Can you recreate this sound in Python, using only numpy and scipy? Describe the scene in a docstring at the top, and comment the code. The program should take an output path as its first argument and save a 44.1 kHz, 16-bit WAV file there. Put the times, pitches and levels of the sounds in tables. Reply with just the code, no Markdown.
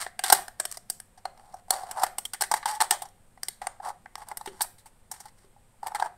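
"""Close mono microphone in a small quiet room: a craft knife cuts round an empty aluminium can on a
cloth-covered table. The blade scrapes in and the thin wall buckles in sharp snaps, hardest at 0.3 s,
each with a short hollow note from the air inside. Light ticks lead to a busy run from 1.7 to 3 s, where
the cut edge pings and the blade squeaks. Softer cutting follows; from 4.5 s the can bumps on the cloth
now and then, and a cluster of hollow snaps ends the cut near 6 s. Room tone lies under it all."""
import sys
import numpy as np
from scipy import signal
from scipy.fft import rfft, irfft
from scipy.io import wavfile
from scipy.ndimage import uniform_filter1d

SR = 44100
rng = np.random.default_rng(int(sys.argv[2]) if len(sys.argv) > 2 else 0)


def wav_out(sig):
    """Save sig, one row per channel (or a flat mono array), as 16-bit PCM at SR to the path in sys.argv[1]."""
    wavfile.write(sys.argv[1], SR, np.round(np.clip(np.atleast_2d(sig).T, -1, 1) * 32767).astype(np.int16))


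N = 272393
TIME = np.arange(N) / SR
SIZE = 2048  # samples in one snap or filter
HZ = np.fft.rfftfreq(SIZE, 1 / SR)

# the wall buckles: (time [s], length [s], hollow level [dB], clatter level [dB],
# brightness [dB/octave], patch pitch [Hz]); event levels in all tables are relative
SNAPS = [(0.0648, 0.0027, -35.5, -48.5, -7.5, 2000), (0.192, 0.0047, -33, -33, -1.5, 2760),
         (0.2373, 0.011, -29.5, -26, -0.5, 3700), (0.3, 0.0056, -21, -22.5, 0, 5000),
         (0.3237, 0.0091, -11, -13, 1, 13800), (0.4812, 0.0033, -43, -43, -1, 1460),
         (0.5983, 0.008, -36, -30.5, -0.5, 7900), (0.641, 0.0056, -50, -58, -3, 1600),
         (0.6523, 0.0057, -41, -32.0, 2.5, 2980), (0.7137, 0.004, -69.5, -42, 5.5, 6110),
         (0.724, 0.0025, -67, -41.5, 2.5, 6460), (0.7711, 0.0062, -44.0, -42.5, 2.5, 5500),
         (0.8994, 0.0058, -43.5, -30.5, 6.0, 5460), (1.0006, 0.0037, -56.5, -45.5, 0.0, 9980),
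         (1.175, 0.016, -50, -59, -1.5, 5390), (1.2537, 0.0051, -28, -43.5, -4.5, 4520),
         (1.375, 0.0037, -59, -64, -3, 4650), (1.396, 0.0033, -51, -65.5, -4.5, 2850),
         (1.5406, 0.0072, -35.5, -57.5, 3, 5880), (1.6823, 0.0052, -48, -63.5, 2, 1790),
         (1.7059, 0.0037, -25, -22, 4.0, 4150), (1.808, 0.0047, -36, -59, 1, 2200),
         (1.8333, 0.015, -33.5, -54, 1, 4510), (1.9114, 0.0063, -42, -37, 1.5, 2700),
         (2.0193, 0.019, -30.5, -41, 3, 4600), (2.0338, 0.0078, -17.0, -27, -2, 12300),
         (2.0647, 0.0077, -33.5, -41.5, -2.0, 2500), (2.183, 0.007, -35, -31.5, 5.0, 2660),
         (2.2517, 0.0083, -53.5, -37, 3.5, 3170), (2.3342, 0.0064, -46, -34, 1.5, 3120),
         (2.3433, 0.0083, -44.5, -41.5, -1, 2040), (2.4089, 0.011, -30.0, -28, 2.5, 4600),
         (2.4207, 0.0044, -29.5, -26, 3, 1620), (2.4363, 0.0087, -36.5, -40, -3.5, 1690),
         (2.514, 0.0087, -20.5, -28.5, 0.5, 6200), (2.5385, 0.0082, -19.5, -27.5, -0.5, 2080),
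         (2.6276, 0.01, -44, -52, -10, 3880), (2.6565, 0.0081, -22.5, -31.5, -1.5, 3450),
         (2.8033, 0.012, -24.5, -27.5, -3.5, 3765), (2.8112, 0.0086, -19.5, -26, 2, 3840),
         (2.8205, 0.0025, -23.5, -30, -1.5, 8600), (2.9084, 0.0061, -25, -19.5, 1.5, 3110),
         (2.9207, 0.021, -24.5, -34, -2, 6590), (3.0194, 0.0092, -33, -39.5, 3.5, 3360),
         (3.054, 0.01, -48, -55, -1, 5970), (3.087, 0.0046, -69, -62.5, 3, 5630),
         (3.374, 0.0056, -51.5, -69.5, -6, 2090), (3.432, 0.0032, -48.5, -34, 1.5, 5060),
         (3.484, 0.0044, -47, -32, 3.0, 4020), (3.616, 0.012, -33.0, -47.0, -3.5, 2380),
         (3.669, 0.0037, -28.0, -36.5, -3.5, 8170), (3.7997, 0.0062, -36.5, -69.5, -10, 12810),
         (4.0581, 0.003, -44.5, -65, -13, 2040), (4.1547, 0.0024, -42.5, -43, -3.5, 5470),
         (4.178, 0.012, -43.0, -54.5, -1, 12100), (4.217, 0.0095, -42, -63.5, -10, 9430),
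         (4.2863, 0.003, -47, -47, 5.5, 1400), (4.3139, 0.0078, -33, -49.5, -2, 2060),
         (4.3712, 0.0056, -46.5, -38, 2.5, 12520), (4.411, 0.005, -37.0, -52, 0, 4160),
         (4.459, 0.0076, -36.5, -43.5, -0.5, 3550), (4.4737, 0.009, -42.0, -45.5, -4.5, 3090),
         (4.6068, 0.011, -27.5, -32, -1.5, 3930), (4.617, 0.011, -39, -29, 10.5, 4730),
         (4.782, 0.025, -67, -56, 1.5, 3870), (4.8573, 0.019, -49.0, -53, 2, 2467),
         (5.1137, 0.011, -40.0, -39.0, 4, 6550), (5.137, 0.018, -51, -52.5, -2, 10400),
         (5.202, 0.011, -47.5, -47.5, 2.5, 5880), (5.2544, 0.012, -42.5, -53.5, 1, 4350),
         (5.83, 0.007, -31, -53.5, -2.5, 1408), (5.8624, 0.0034, -32, -55, -2, 1646),
         (5.8678, 0.0086, -32, -40, -1.5, 12300), (5.8806, 0.0043, -37, -49, 0, 1600),
         (5.918, 0.0057, -36, -59.5, -4.5, 1630), (5.9471, 0.0089, -27.5, -38.5, -0.5, 2120),
         (5.9544, 0.012, -32, -39, -2.5, 1630), (5.9972, 0.008, -30.5, -42, -2.5, 3880),
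         (6.023, 0.006, -20, -41.5, -6.5, 1500), (6.047, 0.011, -40, -54, 1, 1610),
         (6.0583, 0.011, -29, -50, -2.5, 1448)]
# pushes of the blade: (time [s], length [s], hollow level [dB], hiss level [dB], swell [dB])
STROKES = [(0.0, 0.098, -31, -22.5, -44.5), (0.247, 0.08, -32, -29, -16.5),
           (0.346, 0.092, -30.5, -32.5, -23.5), (0.62, .14, -75, -65.5, 14.5),
           (1.359, 0.24, -61, -70.5, 5.5), (1.715, 0.12, -28, -36, -19.5), (1.846, .11, -44, -55.5, -1.5),
           (1.956, 0.074, -34, -46.5, 3), (2.425, 0.025, -50, -21.5, -18), (2.556, 0.023, -30.5, -28, -10),
           (2.667, 0.11, -31.5, -28.5, -20), (2.82, 0.032, -30, -30.5, -11), (2.934, .04, -27.5, -35, -23),
           (3.021, 0.057, -43, -62, -14), (3.624, 0.042, -38, -46, -15.5), (3.815, 0.037, -49, -62.5, 15),
           (3.846, 0.061, -32.5, -46.5, 0), (4.179, 0.058, -50.5, -59, 1.5), (4.256, .055, -55, -62.5, 8.5),
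           (4.376, 0.23, -63.5, -63.5, 5), (4.634, 0.013, -32.5, -38, -5.5),
           (5.125, 0.17, -61.5, -59, -2.5), (5.359, 0.1, -77, -70, 4.5), (5.83, 0.16, -46, -59, -11.5),
           (5.98, 0.1, -34, -50, -9)]
# the blade chatters evenly: (time [s], pitch [Hz], level [dB])
SQUEAK = [(2.666, 850, -34), (2.688, 809, -41), (2.708, 873, -34), (2.734, 846, -35.5), (2.761, 845, -44),
          (2.777, 880, -36), (2.788, 820, -59.5)]
# the cut edge flicks off the blade: (time [s], pitch [Hz], level [dB], t60 [s])
EDGE_PINGS = [(2.254, 3190, -19, 0.017)]
# the can bumps on the cloth: (time [s], pitch [Hz], level [dB], t60 [s])
CLOTH_BUMPS = [(4.475, 383, -30, 0.046), (5.445, 395, -47.5, 0.027), (5.564, 814, -45.5, 0.035),
               (5.742, 860, -54.5, 0.025)]
# bright clatter of the wall: (frequency [Hz], level [dB])
WALL_SPECTRUM = [(710, -18.5), (1200, -15.5), (2010, -5), (2480, -13.5), (2800, -10.5), (3940, -11),
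                 (4670, -8.5), (5150, -10), (5610, -8.5), (6510, -10.5), (8790, 1.5), (10200, -10),
                 (12200, -8), (13300, -18), (15500, -16.5)]
# the wall's stronger modes: (frequency [Hz], width [Hz], lift [dB])
WALL_MODES = [(1160, 350, 8.5), (1583, 70, 3.5), (1804, 21, 3), (3400, 170, -2), (4272, 250, 1.5),
              (5600, 280, 3.5), (5780, 74, -1), (7720, 62, 4.5), (8850, 230, 2.5), (9750, 40, -1),
              (10600, 200, 6), (11500, 200, 2)]
# bands of the clatter: (low edge [Hz], high edge [Hz])
WALL_BANDS = [(1200, 2500), (2500, 7000), (7000, 11000), (11000, 16000)]
# an ordinary snap in each of those bands: (level [dB])
WALL_SHARES_DB = [-6, -4, -0.52, -9]
# ringing of a buckling patch of wall: (mean pitch [Hz], scatter [Hz])
PATCH_PITCHES = [(1650, 250), (4900, 500), (8550, 450)]
# tilt of the wall's sound when scraped: (frequency [Hz], gain [dB])
SCRAPE_TILT = [(1500, 3.5), (3300, 1.0), (4900, 0), (6500, -2.5), (8800, -3.5), (15000, -5.5)]
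# what drives the hollow note: (frequency [Hz], level [dB])
HOLLOW_DRIVE = [(40, -25), (120, -14.5), (185, -13.5), (270, -19.5), (385, -12), (470, -10), (580, -7.5),
                (720, -0.5), (1000, -3), (1250, -3), (1600, -7), (2600, -25), (6000, -58.5)]
# the hollow note shifts as the grip changes and the cut opens: (time [s], pitch [Hz])
HOLLOW_PITCH = [(0, 694), (.33, 820), (.6, 656), (1.2, 785), (1.75, 742), (2.04, 838), (2.3, 786),
                (2.55, 882), (2.82, 875), (3.0, 790), (3.9, 795), (4.25, 873), (6.1, 859)]
# decay of the room: (frequency [Hz], t60 [s])
ROOM_DECAY = [(150, 0.65), (380, 0.29), (800, 0.33), (2000, 0.36), (5000, 0.3), (9000, 0.27), (15000, 0.35)]
# colour of the reflections: (frequency [Hz], gain [dB])
ROOM_COLOUR = [(200, 7), (290, -0.5), (380, 6), (450, 2.5), (535, 10), (640, 6.5), (900, -3), (1250, 1),
               (1600, 2.5), (3000, 1.5), (5000, -0.5), (8500, 1.5), (15000, -3.5)]
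# steady noise of the room: (frequency [Hz], relative level [dB])
ROOM_NOISE = [(20, 4.5), (50, -8.5), (75, -6.5), (125, -10), (230, -11), (290, -20.5), (450, -19.5),
              (520, -16), (620, -21), (830, -19), (1100, -23), (6400, -37), (8400, -27.5), (15500, -42.5)]


def snap(length, note_hz, note_db, clatter_db, brightness, patch_hz, ring):
    """The wall flips in a few milliseconds: a crack, a burst of tiny slips, a push on the air inside."""
    t = np.arange(SIZE) / SR
    level_span = SR * .01  # levels count as rms over 10 ms
    age = t / length
    onset = 1 - np.exp(-t / (.0001 + .09 * length))  # slow buckles start softly
    crack = .6 * np.exp(-t / .0012)
    slips = rng.standard_normal(SIZE) * onset * (np.exp(-age ** 1.45) + crack)
    # each patch rings briefly with pitches of its own, damped by the hand
    tones = sum(np.sin(2 * np.pi * ((hz + scatter * rng.standard_normal()) * t + rng.random()))
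                for hz, scatter in PATCH_PITCHES)
    damping = np.exp(-np.maximum(age, t / .0049) ** 1.45)
    clatter = colour(slips + ring * tones * onset * damping, wall_db())
    # brightness tilts the bands about 6 kHz
    power = abs(rfft(clatter)) ** 2 * 2 / SIZE / level_span
    centres = np.sqrt(np.prod(WALL_BANDS, axis=1))
    bands_db = clatter_db + np.array(WALL_SHARES_DB) + brightness * np.log2(centres / 6000)
    trim = [(hz, db - 10 * np.log10(power[(HZ > lo) & (HZ < hi)].sum()))
            for hz, (lo, hi), db in zip(centres, WALL_BANDS, bands_db)]
    patch_db = 7 * np.exp(-.5 * (np.log2((HZ + 1) / patch_hz) / .2) ** 2)  # loudest round its own pitch
    clatter = colour(clatter, curve(trim, HZ) + patch_db)
    push = np.sin(2 * np.pi * note_hz * t) * np.exp(-age / 0.3)
    note = colour(0.36 * unit_rms(slips) + 0.084 * unit_rms(push), hollow_db(note_hz))
    # the snap also jolts the whole can, round 410 Hz
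    thud = colour(slips, -20 * np.log10(1 + (np.log2((HZ + 1) / 410) / 0.62) ** 2))
    body = amp(note_db - 0.87) * unit_rms(note) + amp(clatter_db - 24.5) * unit_rms(thud)
    return amp(-0.01) * clatter + body * np.sqrt(level_span / SIZE)


def snaps(ring):
    """Every buckle and tear, heard from one side; ring is the strength of the patch pitches."""
    out = np.zeros(N)
    for s, length, *voicing in SNAPS:
        add(out, s, snap(length, hollow_hz(s), *voicing, ring))
    return out


def scrape(slips_per_s=3000, spread_db=2.5, ticks_per_s=90, tick_db=18, rasp_hz=4750):
    """The blade sticks and slips in dense uneven grains that sound the wall and the hollow."""
    hollow_gain, hiss_gain = blade_pressure()
    grains = (rng.random(N) < slips_per_s / SR) * rng.choice([-1, 1], N)
    grains = grains * amp(spread_db * np.minimum(rng.exponential(1, N), 4))
    # burrs on the cut edge catch and tick
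    burrs = (rng.random(N) < ticks_per_s / SR) * rng.uniform(-1, 1, N) * amp(tick_db)
    # light rubbing moves little air
    rubbing_db = -10 * np.log10((1 + (560 / (HZ + 100)) ** 4) * (1 + (HZ / 2200) ** 2))
    note = resonate(colour(grains, curve(HOLLOW_DRIVE, HZ) + rubbing_db), hollow_hz(TIME))
    # steady rubbing gives the modes time to build up
    singing_db = 0.31 * modes_db() + peak(HZ, rasp_hz, width_hz=400, db=4)
    hiss = colour(grains + burrs, wall_db() + curve(SCRAPE_TILT, HZ) + singing_db)
    return amp(-1) * (unit_rms(note) * hollow_gain + unit_rms(hiss) * hiss_gain)


def blade_pressure(bite_s=0.015, release_s=0.0048, strain_s=0.0046):
    """Gains of the scrape's hollow note and hiss: each push bites, swells or eases, and comes to rest."""
    hollow, hiss = np.zeros((2, N))
    t = np.arange(SR // 2) / SR
    for s, length, note_db, hiss_db, swell_db in STROKES:
        bite = np.minimum(t / bite_s, 1)
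        rest = np.exp(-np.maximum(t - length, 0) / release_s)
        shape = bite * amp(swell_db * np.minimum(t / length, 1)) * rest
        add(hollow, s, amp(note_db) * shape)
        add(hiss, s, amp(hiss_db) * shape)
    strain = np.exp(-t[:SIZE] / strain_s)[::-1]  # the wall creaks just before it gives way
    for s, _, note_db, clatter_db, *_ in SNAPS:
        add(hollow, s - SIZE / SR, amp(note_db - 19.5) * strain)
        add(hiss, s - SIZE / SR, amp(clatter_db - 22) * strain)
    return hollow, hiss


def crinkle(ring, per_s=18, spread_db=3, buckle_s=0.0091):
    """Tiny buckles at random moments of the longer pushes, following the strength of the push."""
    out = np.zeros(N)
    for s, length, note_db, hiss_db, swell_db in STROKES:
        for when, note_draw, wall_draw, tilt, patch in rng.random((12, 5))[:int(length * per_s)]:
            body_db = note_db + swell_db * when - 4 + spread_db * (2 * note_draw - 1)
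            clatter_db = hiss_db + swell_db * when - 1 + spread_db * (2 * wall_draw - 1)
            buckle = snap(buckle_s, hollow_hz(s), body_db, clatter_db,
                          brightness=2.5 * (2 * tilt - 1), patch_hz=3000 + 3000 * patch, ring=ring)
            add(out, s + when * length, buckle)
    return out


def squeak(jitter=0.0144, flutter=0.37, octave_db=-21):
    """Stick and slip lock onto the hollow note: a wavering tone with a weak octave."""
    s, hz, db = np.transpose(SQUEAK)
    drift, grip = uniform_filter1d(uniform_filter1d(rng.standard_normal((2, N)), size=250), size=150)
    pitch = np.interp(TIME, s, hz) * (1 + jitter * unit_rms(drift))
    phase = 2 * np.pi * np.cumsum(pitch) / SR
    gain = uniform_filter1d(np.interp(TIME, s, amp(db), left=0, right=0), size=200)
    gain *= 1 + flutter * np.tanh(unit_rms(grip))
    return gain * unit_rms(np.sin(phase) + amp(octave_db) * np.sin(2 * phase))


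def wall_db(cut_hz=900, dip_hz=2550):
    """The thin wall radiates a broad clatter with a few stronger modes and no bass."""
    dip = peak(HZ, dip_hz, width_hz=500, db=4)
    bass_loss = 10 * np.log10(1 + (cut_hz / (HZ + 30)) ** 6)
    return curve(WALL_SPECTRUM, HZ) + modes_db() - dip - bass_loss


def modes_db():
    """The lift that the stronger modes give to the wall."""
    return sum(peak(HZ, *mode) for mode in WALL_MODES)


def hollow_db(hz, width_hz=170):
    """One broad resonance of the can's air and shell."""
    return curve(HOLLOW_DRIVE, HZ) - 10 * np.log10(1 + (2 * (HZ - hz) / width_hz) ** 2)


def hollow_hz(s):
    """Pitch of the can's hollow at time s."""
    return np.interp(s, *np.transpose(HOLLOW_PITCH))


def resonate(x, hz, width_hz=170):
    """The hollow rings along the moving pitch hz."""
    turn = np.exp(2j * np.pi * np.cumsum(hz) / SR)
    pole = np.exp(-np.pi * width_hz / SR)
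    return 2 * (turn * signal.lfilter([1 - pole], [1, -pole], x / turn)).real


def knocks(rows, rise_s=0.0004):
    """Each bump or flick rings one damped mode."""
    out, t = np.zeros(N), np.arange(SR // 4) / SR
    for s, hz, db, t60 in rows:
        add(out, s, amp(db - 60 * t / t60) * np.sin(2 * np.pi * hz * t) * (1 - np.exp(-t / rise_s)))
    return out


def tabletop(x, hz=382, width_hz=45):
    """The table under the can takes up each blow and hums briefly on one low mode."""
    return amp(-1) * signal.lfilter(*signal.iirpeak(hz, hz / width_hz, fs=SR), x)


def room(x, gap_s=0.0013, build_s=0.0022):
    """Dense reflections reach the microphone after a short gap and die band by band."""
    t = np.arange(SR * 3 // 4) / SR
    taps = rng.standard_normal(len(t)) * (1 - np.exp(-np.maximum(t - gap_s, 0) / build_s))
    hz, age, spectra = signal.stft(taps, SR, nperseg=256)
    decay = amp(-60 * age / curve(ROOM_DECAY, hz)[:, None])
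    tail = signal.istft(spectra * decay, SR, nperseg=256)[1]
    response = colour(tail / np.linalg.norm(tail), curve(ROOM_COLOUR, HZ))
    return amp(-18) * signal.fftconvolve(x, response)[:N]


def room_tone(noise_db=-59.5, hum_hz=100, hum_db=-70):
    """The quiet room: steady noise with two narrow bands of hiss and a faint mains hum."""
    hz = np.fft.rfftfreq(N, 1 / SR)
    hiss_db = peak(hz, 8400, width_hz=1000, db=4) + peak(hz, 11800, width_hz=700, db=3)
    noise = irfft(rfft(rng.standard_normal(N)) * amp(curve(ROOM_NOISE, hz) + hiss_db), N)
    return amp(noise_db) * unit_rms(noise) + amp(hum_db) * np.sin(2 * np.pi * hum_hz * TIME)


def amp(db):
    """Decibels to gain."""
    return 10 ** (np.asarray(db) / 20)


def unit_rms(x):
    """Scales to rms 1."""
    return x / np.sqrt(np.mean(x ** 2) + 1e-20)


def curve(points, hz):
    """Reads a table along a log-frequency axis."""
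    f, value = np.transpose(points)
    return np.interp(np.log(hz + 1), np.log(f + 1), value)


def peak(hz, centre_hz, width_hz, db):
    """A bell-shaped lift in decibels."""
    return db / (1 + (2 * (hz - centre_hz) / width_hz) ** 2)


def add(mix, s, sound):
    """Mixes a sound in at time s."""
    part = mix[max(round(s * SR), 0):][:len(sound)]
    part += sound[:len(part)]


def colour(x, db):
    """Causal filter with the given gain on the HZ grid."""
    log_gain = np.log(amp(np.r_[db, db[-2:0:-1]]))
    taps = np.fft.ifft(np.exp(signal.hilbert(log_gain).conj())).real
    return signal.fftconvolve(x, taps)[:len(x)]


def scene():
    """The can close to the microphone, the table under it, the small room behind."""
    bumps = 0.89 * knocks(CLOTH_BUMPS)
    cutting = scrape() + crinkle(ring=.5) + squeak()
    direct = snaps(ring=0.48) + cutting
    # the crumpled wall sends a different clatter to the far side of the room, which smooths the tail
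    sideways = snaps(ring=.1) + cutting
    reflected = 0.6 * room(direct + 4.7 * bumps) + 1.2 * room(sideways + tabletop(sideways))
    return (direct + bumps + knocks(EDGE_PINGS) + tabletop(direct) + reflected + room_tone())[None]


def record(dry):
    """The recorder overloads on the hardest snap, then cuts the treble above 15.75 kHz."""
    clipped = np.clip(dry, -.88, .88)
    lowpass = signal.firwin(511, 15750, window=("kaiser", 8), fs=SR)
    return signal.oaconvolve(clipped, lowpass[None], "same", axes=1)


dry = scene()
out = record(dry)
wav_out(out)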